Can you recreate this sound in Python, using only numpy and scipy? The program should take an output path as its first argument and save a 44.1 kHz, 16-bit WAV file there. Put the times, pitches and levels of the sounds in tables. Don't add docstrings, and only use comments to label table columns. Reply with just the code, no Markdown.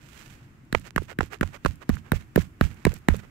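import sys
import numpy as np
from scipy import signal
from scipy.fft import rfft, irfft, next_fast_len
from scipy.io import wavfile
from scipy.ndimage import map_coordinates

SR = 44100
rng = np.random.default_rng(int(sys.argv[2]) if len(sys.argv) > 2 else 0)


def gain_from_decibels(decibels):
    exponent = np.asarray(decibels, float) / 20
    return 10 ** exponent


def put_to_file(sound):
    columns = np.atleast_2d(sound).T
    safe = np.clip(columns, -1, 1)
    whole_steps = np.round(safe * 32767)
    wavfile.write(sys.argv[1], SR, whole_steps.astype(np.int16))


N = 145530

# start in seconds, thud level in dB, crack level in dB,
# mattress heave level in dB, pitch of the hammer's ring in Hz.
BLOWS = [(0.7271, -16.5, -19, -16, 1900), (.9616, -13.5, -13.5, -15, 1830),
         (1.1882, -12.5, -16.5, -15.5, 1850), (1.4107, -10.5, -13.5, -14, 1770),
         (1.6492, -12.5, -18, -12, 1700), (1.8927, -8, -24, -10, 1800), (2.1191, -8.5, -13.5, -11, 1710),
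         (2.3600, -5.5, -12.5, -10.5, 1800), (2.6110, -6, -10.5, -7, 1670), (2.8518, -9.5, -11, -8.5, 2100),
         (3.0857, -4.5, -10, -5, 1950)]
# firmness (a factor on the thud's pace),
# snap level in dB, sizzle level in dB, clink level in dB.
CONTACTS = [(1.1, -27, -25, -17), (1.15, -23, -27, -27), (1.16, -33, -32, -29), (1.18, -28, -27, -29),
            (1.08, -28, -30, -22), (1.07, -27, -26, -22), (.98, -24, -16, -18), (1.18, -24, -21, -15),
            (1.02, -28, -28, -16), (1.02, -16, -23, -12), (1.2, -18, -22, -15)]
# sign of the push, lag in seconds, starting pitch in Hz,
# time for the pitch to sag in seconds, gain in dB.
THUD_AT_PORTS = [
    (-1, 0, 205, .0063, 6.5),
    (1, .00022, 400, .0045, 9.5),
]
# pitch in Hz, level in dB, how late the first crest comes in seconds.
MATTRESS_SWINGS = [
    (37, -1.5, -.003),
    (75, 2, .001),
]
# start in seconds, bump level in dB, pitch in Hz,
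# rattle level in dB.
KNOCKS = [(0.7476, -18, 420, -13.5), (0.797, -38, 285, -61), (0.7491, -7.5, 1310, -26),
          (0.7498, -4, 2440, -55), (0.9789, -6.5, 1460, -16.5), (1.0192, -25.5, 395, -49),
          (1.117, -27.5, 600, -43), (1.2068, -6, 1465, -15.5), (1.2306, -24, 367, -49),
          (1.4293, -16.5, 990, -15.5), (1.6592, -12, 1110, -9), (1.8976, -15.5, 229, -22.5),
          (1.9691, -26, 1650, -46), (2.1328, -17, 506, -37), (2.1395, -16.5, 139, -53),
          (2.3767, -3.5, 467, -24), (2.381, -9.5, 210, -58), (2.391, -14, 174, -41),
          (2.8667, -4, 460, -16.5), (2.8711, -8, 197, -54), (2.876, -21, 147, -52),
          (2.915, -36.5, 506, -55), (2.932, -31, 520, -51), (3.1422, -20.5, 487, -49)]
# middle in seconds, length in seconds,
# level in dB, dullness in dB.
STROKES = [(0.198, 0.64, -53.5, -13), (0.447, 0.051, -79, -24), (0.777, 0.17, -55.5, -14),
           (0.866, 0.088, -45, -7.5), (1.016, 0.19, -57.5, -14), (1.109, 0.086, -38.5, -1.5),
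           (1.238, 0.13, -49.5, -9.5), (1.337, 0.094, -36, -2.5), (1.47, 0.17, -55, -9.5),
           (1.549, 0.07, -37, -2), (1.693, 0.18, -53.5, -14.5), (1.824, 0.055, -43.5, 1),
           (1.944, 0.18, -52, -12), (2.072, 0.091, -50, 1.5), (2.158, 0.065, -43.5, -12),
           (2.208, 0.12, -52.5, -6.5), (2.393, 0.11, -44.5, -12.5), (2.434, 0.15, -55.5, -11.5),
           (2.649, 0.12, -45.5, -12), (2.716, 0.063, -49.5, -7.5), (2.793, 0.33, -56.5, -4.5),
           (2.895, 0.14, -46.5, -8.5), (2.961, 0.064, -49, -12), (3.102, 0.059, -39.5, 7),
           (3.143, .1, -45, -8), (3.196, 0.053, -47.5, -6.5), (3.242, 0.069, -48.5, 0)]
# time in seconds, level in dB.
TICKS = [(0.089, -41.5), (.651, -49), (0.797, -31), (1.032, -33), (1.212, -46), (1.26, -36), (1.474, -42),
         (1.509, -50), (1.533, -51), (1.54, -50), (1.681, -34), (1.733, -41), (1.757, -36.5), (2.447, -43),
         (2.979, -38), (1.955, -29), (2.424, -31), (2.744, -36), (2.94, -20.5), (2.987, -36),
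         (3.165, -23.5)]
# time in seconds, peak level in dB.
PLUCKS = [(.103, -38), (0.195, -23), (0.865, -35), (1.2311, -11), (1.3194, -30), (1.376, -34), (1.548, -22),
          (2.639, -16), (2.894, -14), (3.224, -35), (0.9073, -14), (1.1144, -19), (1.2481, -28),
          (1.387, -30), (1.476, -16), (1.71, -19), (1.9684, -39)]
# time in seconds, level in dB.
HISS_DRIFT = [(0, -55), (0.352, -51), (.6, -55.5), (1.1, -60.5), (1.6, -54), (2.1, -53.5), (2.5, -55),
              (2.8, -53.5), (3.3, -52)]

# frequency in Hz, level in dB.
FOIL_COLOUR = [(600, -10), (1500, 24), (4000, -14), (8000, -8.5), (12000, -6), (15000, -14), (16900, -48),
               (17100, -120)]
CRISP_COLOUR = [(2500, -30), (4500, -3), (9000, 0), (11000, -30)]
SIZZLE_COLOUR = [(9000, -30), (11000, 0), (13500, 0), (16000, -10), (17000, -60)]
DENT_COLOUR = [(300, -30), (600, -0.5), (1000, 3.5), (1700, -6.5), (2900, -6.5), (4500, -19.5), (6000, -29)]
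CLOTH_COLOUR = [(200, -32), (350, -1), (750, -9), (1500, -4), (2600, -10.5), (5000, -24), (15700, -36.5),
                (15900, -120)]
ROOM_COLOUR = [(300, -5), (700, -0.5), (1500, 11.5), (2600, 0.5), (4000, -10.5), (8000, -18),
               (15700, -25.5), (15900, -120)]
RIGHT_PORT_COLOUR = [(2600, 1), (3500, -1.5), (5200, 1), (7600, 5.5), (8700, 1), (9500, -2.5), (11000, 1),
                     (13000, 2.5)]
RATTLE_COLOUR = [(300, 6.5), (800, 6.0), (1800, -2), (3000, -11.5),
                 (4000, -18), (8000, -23), (16000, -40), (17000, -120)]
# frequency in Hz, level in dB per Hz.
RUMBLE_COLOUR = [(12, -63), (20, -6), (139, 2.5), (157, -5.5), (262, -6.5), (338, -9), (409, -20),
                 (500, -29), (650, -48), (1100, -120)]
HISS_COLOUR = [(300, -24), (450, -7), (800, -8.5), (1400, -6), (2600, -11), (4000, -21), (15700, -31),
               (15900, -120)]
# frequency in Hz, time to fall by 60 dB in seconds.
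ROOM_DECAY = [(200, 0.48), (1500, 0.12), (6000, 0.34), (15000, 0.64)]

THUD_END_HZ, THUD_RISE_S, THUD_FADE_S, THUD_HUM_DB, THUD_HUM_S = 80, .0025, .0034, -27, .04
RING_S, RING_SKEW, RING_SAG, RING_LEFT_DB = .0028, .6, .1, -6
CLINK_HZ, CLINK_DB = 3900, (-6, -11)
SNAP_DB, SNAP_FADE_S = (-4, -17), .0014
DENT_DB, DENT_S = -7, 0.00085
HEAVE_PEAK_S, HEAVE_FROM_S, HEAVE_RISE_S = .0145, .006, .009
HEAVE_TO_S, HEAVE_FADE_S, HEAVE_LEFT_DB = .045, .009, -30
SPRINGS_HZ, SPRINGS_WIDTH_HZ, SPRINGS_DB, SPRINGS_S, SPRINGS_LEFT_DB = 120, 91, -20, .03, -20
KNOCK_CYCLES, KNOCK_SAG, RATTLE_S, KNOCK_LEFT_DB = .7, .08, .0018, -26
DULL_HZ, FIBRES_PER_S, FIBRE_DB, FIBRE_SHARE, RUB_LEFT_DB = 2900, 3200, 12.5, 0.54, -44
TICK_S, TICK_RIGHT_DB, TICK_LOW_HZ = .0015, -4, 4000
TURN_S, TURN_LENGTH_S, TURN_DB = 0.21, 0.44, -47
PLUCK_DB, PLUCK_HZ, PLUCK_WIDTH_HZ = 4.5, 1940, 2700
RUMBLE_DB, RUMBLE_APART, HISS_DB, HISS_RIGHT_DB = -52.5, 0.28, -10, 2
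ROOM_DB = -32
BLOW_TIME = np.arange(SR // 6) / SR


def unit(x):
    return x / np.sqrt(np.mean(x ** 2) + 1e-20)


def along(points, hz):
    f, v = np.transpose(points)
    return np.interp(np.log(hz + 1), np.log(f + 1), v)


def filtered(x, response):
    m = next_fast_len(N + SR // 4)
    return irfft(rfft(x, m) * response(np.fft.rfftfreq(m, 1 / SR)), m)[..., :N]


def noise(colour, channels=2):
    white = rng.standard_normal((channels, N))
    return unit(filtered(white, lambda hz: gain_from_decibels(along(colour, hz))))


def add(track, s, x):
    part = track[..., round(s * SR):round(s * SR) + x.shape[-1]]
    part += x[..., :part.shape[-1]]


def swell(t, peak_s):
    return t / peak_s * np.exp(1 - t / peak_s)


def left_quieter(db):
    return gain_from_decibels([[db], [0]])


def house_rumble():
    shared, apart = noise(RUMBLE_COLOUR)
    apart = RUMBLE_APART * apart
    return gain_from_decibels(RUMBLE_DB) * np.array([shared + apart, shared - apart])


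def hiss():
    s, db = np.transpose(HISS_DRIFT)
    drift = gain_from_decibels(np.interp(np.arange(N) / SR, s, db) + HISS_DB)
    return drift * noise(HISS_COLOUR) * gain_from_decibels([[0], [HISS_RIGHT_DB]])


def foil_ticks():
    gate, t = np.zeros((2, N)), np.arange(SR // 50) / SR
    for s, db in TICKS:
        add(gate, s, gain_from_decibels(db + np.array([[0], [TICK_RIGHT_DB]])) * np.exp(-(t / (2 * TICK_S)) ** 2))
    turn = np.clip((np.arange(N) / SR - TURN_S) / TURN_LENGTH_S, -.5, .5)
    gate[0] += gain_from_decibels(TURN_DB) * np.cos(np.pi * turn)
    return filtered(gate * noise(FOIL_COLOUR), lambda hz: 1 / (1 + (TICK_LOW_HZ / (hz + 1)) ** 6))


def rubbing():
    slips = rng.random((2, N)) < FIBRES_PER_S / SR
    strength = gain_from_decibels(FIBRE_DB * np.minimum(rng.exponential(size=(2, N)), 2))
    fibres = slips * strength * rng.standard_normal((2, N))
    rough = FIBRE_SHARE * unit(fibres) + (1 - FIBRE_SHARE) * rng.standard_normal((2, N))
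    cloth = unit(filtered(rough, lambda hz: gain_from_decibels(along(CLOTH_COLOUR, hz))))
    bright = filtered(cloth, lambda hz: 1 / (1 + (DULL_HZ / (hz + 1)) ** 4))
    t, out = np.arange(N) / SR, np.zeros((2, N))
    for s, length, db, dull_db in STROKES:
        stroke = np.cos(np.pi * np.clip((t - s) / length, -.5, .5)) ** 2.64
        out += gain_from_decibels(db) * stroke * (cloth - bright + gain_from_decibels(-dull_db) * bright)
    flutter = gain_from_decibels(2.1 * map_coordinates(rng.standard_normal(300), [t * 70]))
    return out * flutter * left_quieter(RUB_LEFT_DB)


def thread_plucks():
    snaps = np.zeros(N)
    for s, db in PLUCKS:
        snaps[round(s * SR)] = gain_from_decibels(db + PLUCK_DB)

    def response(f):
        width = 1j * f * PLUCK_WIDTH_HZ
        return width / (PLUCK_HZ ** 2 - f * f + width) / (1 + 1j * f / 5000)

    return filtered(snaps, response) * left_quieter(RUB_LEFT_DB)


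def thud():
    out = np.zeros((2, N))
    for (s, thud_db, *_), (firm, *_) in zip(BLOWS, CONTACTS):
        for port, (sign, lag, start_hz, sag, db) in enumerate(THUD_AT_PORTS):
            u = np.maximum(BLOW_TIME - lag, 0) * firm
            turns = THUD_END_HZ * u + (start_hz - THUD_END_HZ) * sag * (1 - np.exp(-u / sag))
            fade = np.exp(-u / THUD_FADE_S) + gain_from_decibels(THUD_HUM_DB) * np.exp(-u / THUD_HUM_S)
            size = (1 - np.exp(-u / THUD_RISE_S)) * fade
            add(out[port], s, sign * gain_from_decibels(thud_db + db) * size * np.sin(2 * np.pi * turns))
    return out


def crack():
    out, t = np.zeros((2, N)), BLOW_TIME
    body = noise(DENT_COLOUR)
    crisp, sizzle = noise(CRISP_COLOUR, channels=1)[0], noise(SIZZLE_COLOUR, channels=1)[0]
    fade = np.exp(-t / SNAP_FADE_S)
    for (s, _, crack_db, _, hz), (_, snap_db, sizzle_db, clink_db) in zip(BLOWS, CONTACTS):
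        now = slice(round(s * SR), round(s * SR) + len(t))
        dent = gain_from_decibels(crack_db + DENT_DB) * swell(t, DENT_S) * body[:, now]
        add(out, s - SNAP_FADE_S / 2, dent)
        snap = (gain_from_decibels(snap_db) * crisp[now] + gain_from_decibels(sizzle_db) * sizzle[now]) * fade
        clink_hz = CLINK_HZ * (1 + .03 * rng.normal())
        clink = gain_from_decibels(clink_db) * fade * np.sin(2 * np.pi * clink_hz * t)
        ring = np.sin(2 * np.pi * hz * t * (1 + RING_SAG * (1 - 2 * t / RING_S)) - 2.6)
        ring *= -np.sin(np.pi * np.clip(t / RING_S, 0, 1) ** RING_SKEW)
        for port, (_, lag, *_) in enumerate(THUD_AT_PORTS):
            add(out[port], s, gain_from_decibels(crack_db + RING_LEFT_DB * (1 - port)) * ring)
            foil = gain_from_decibels(SNAP_DB[port]) * snap + gain_from_decibels(CLINK_DB[port]) * clink
            add(out[port], s + lag - .0003, foil)
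    return out


def room():
    out = np.zeros((2, N))
    for s, thud_db, crack_db, *_ in BLOWS:
        hz, t, z = signal.stft(rng.standard_normal((2, SR // 4)), SR, nperseg=128)
        level_db = along(ROOM_COLOUR, hz)[:, None] - 60 * t / along(ROOM_DECAY, hz)[:, None]
        tail = signal.istft(z * gain_from_decibels(level_db), SR, nperseg=128)[1]
        tail /= np.std(tail[:, :SR // 50])
        add(out, s + 0.0021, gain_from_decibels((thud_db + crack_db) / 2 + ROOM_DB) * tail)
    return out


def mattress_heave():
    out, t = np.zeros((2, N)), BLOW_TIME
    rise = np.sin(np.pi / 2 * np.clip((t - HEAVE_FROM_S) / HEAVE_RISE_S, 0, 1)) ** 2
    size = rise * np.exp(-np.maximum(t - HEAVE_TO_S, 0) / HEAVE_FADE_S)
    for s, _, _, heave_db, _ in BLOWS:
        swing = np.zeros(len(t))
        for f, db, late in MATTRESS_SWINGS:
            swing_hz = f * (1 + .015 * rng.normal())
            swing += gain_from_decibels(db) * np.cos(2 * np.pi * swing_hz * (t - HEAVE_PEAK_S - late))
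        add(out, s, gain_from_decibels(heave_db - 11) * left_quieter(HEAVE_LEFT_DB) * size * swing)
    return out


def springs():
    size, t = np.zeros(N), np.arange(SR // 4) / SR
    for s, _, _, heave_db, _ in BLOWS:
        add(size, s, gain_from_decibels(heave_db + SPRINGS_DB) * swell(t, SPRINGS_S))
    white = rng.standard_normal(N)
    grumble = filtered(white, lambda hz: 1 / (1 + ((hz - SPRINGS_HZ) / SPRINGS_WIDTH_HZ) ** 4))
    return size * unit(grumble) * left_quieter(SPRINGS_LEFT_DB)


def knocks():
    out, t = np.zeros(N), np.arange(SR // 20) / SR
    rattle = noise(RATTLE_COLOUR, channels=1)[0]
    for s, db, hz, rattle_db in KNOCKS:
        turns = np.log1p(KNOCK_SAG * t * hz) / KNOCK_SAG / (2 * np.pi) * 2 * np.pi
        bump = -swell(t, KNOCK_CYCLES / hz) / np.e * np.e * np.sin(2 * np.pi * turns)
        shake = swell(t, RATTLE_S) * rattle[round(s * SR):][:len(t)]
        add(out, s, gain_from_decibels(db) * bump + gain_from_decibels(rattle_db) * shake)
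    return out * left_quieter(KNOCK_LEFT_DB)


def scene():
    left, right = hiss() + foil_ticks() + rubbing() + thread_plucks() + crack() + room()
    right = filtered(right, lambda hz: gain_from_decibels(along(RIGHT_PORT_COLOUR, hz)))
    shaken = house_rumble() + thud() + mattress_heave() + springs() + knocks()
    return np.array([left, right]) + shaken


def low_pass(x):
    return signal.sosfilt(signal.butter(12, 16860, fs=SR, output="sos"), x)


def record(dry):
    kept = filtered(dry, lambda hz: np.clip((16900 - hz) / 600, 0, 1))
    return low_pass(np.clip(kept, -.995, .995))


dry = scene()
out = record(dry)
put_to_file(out)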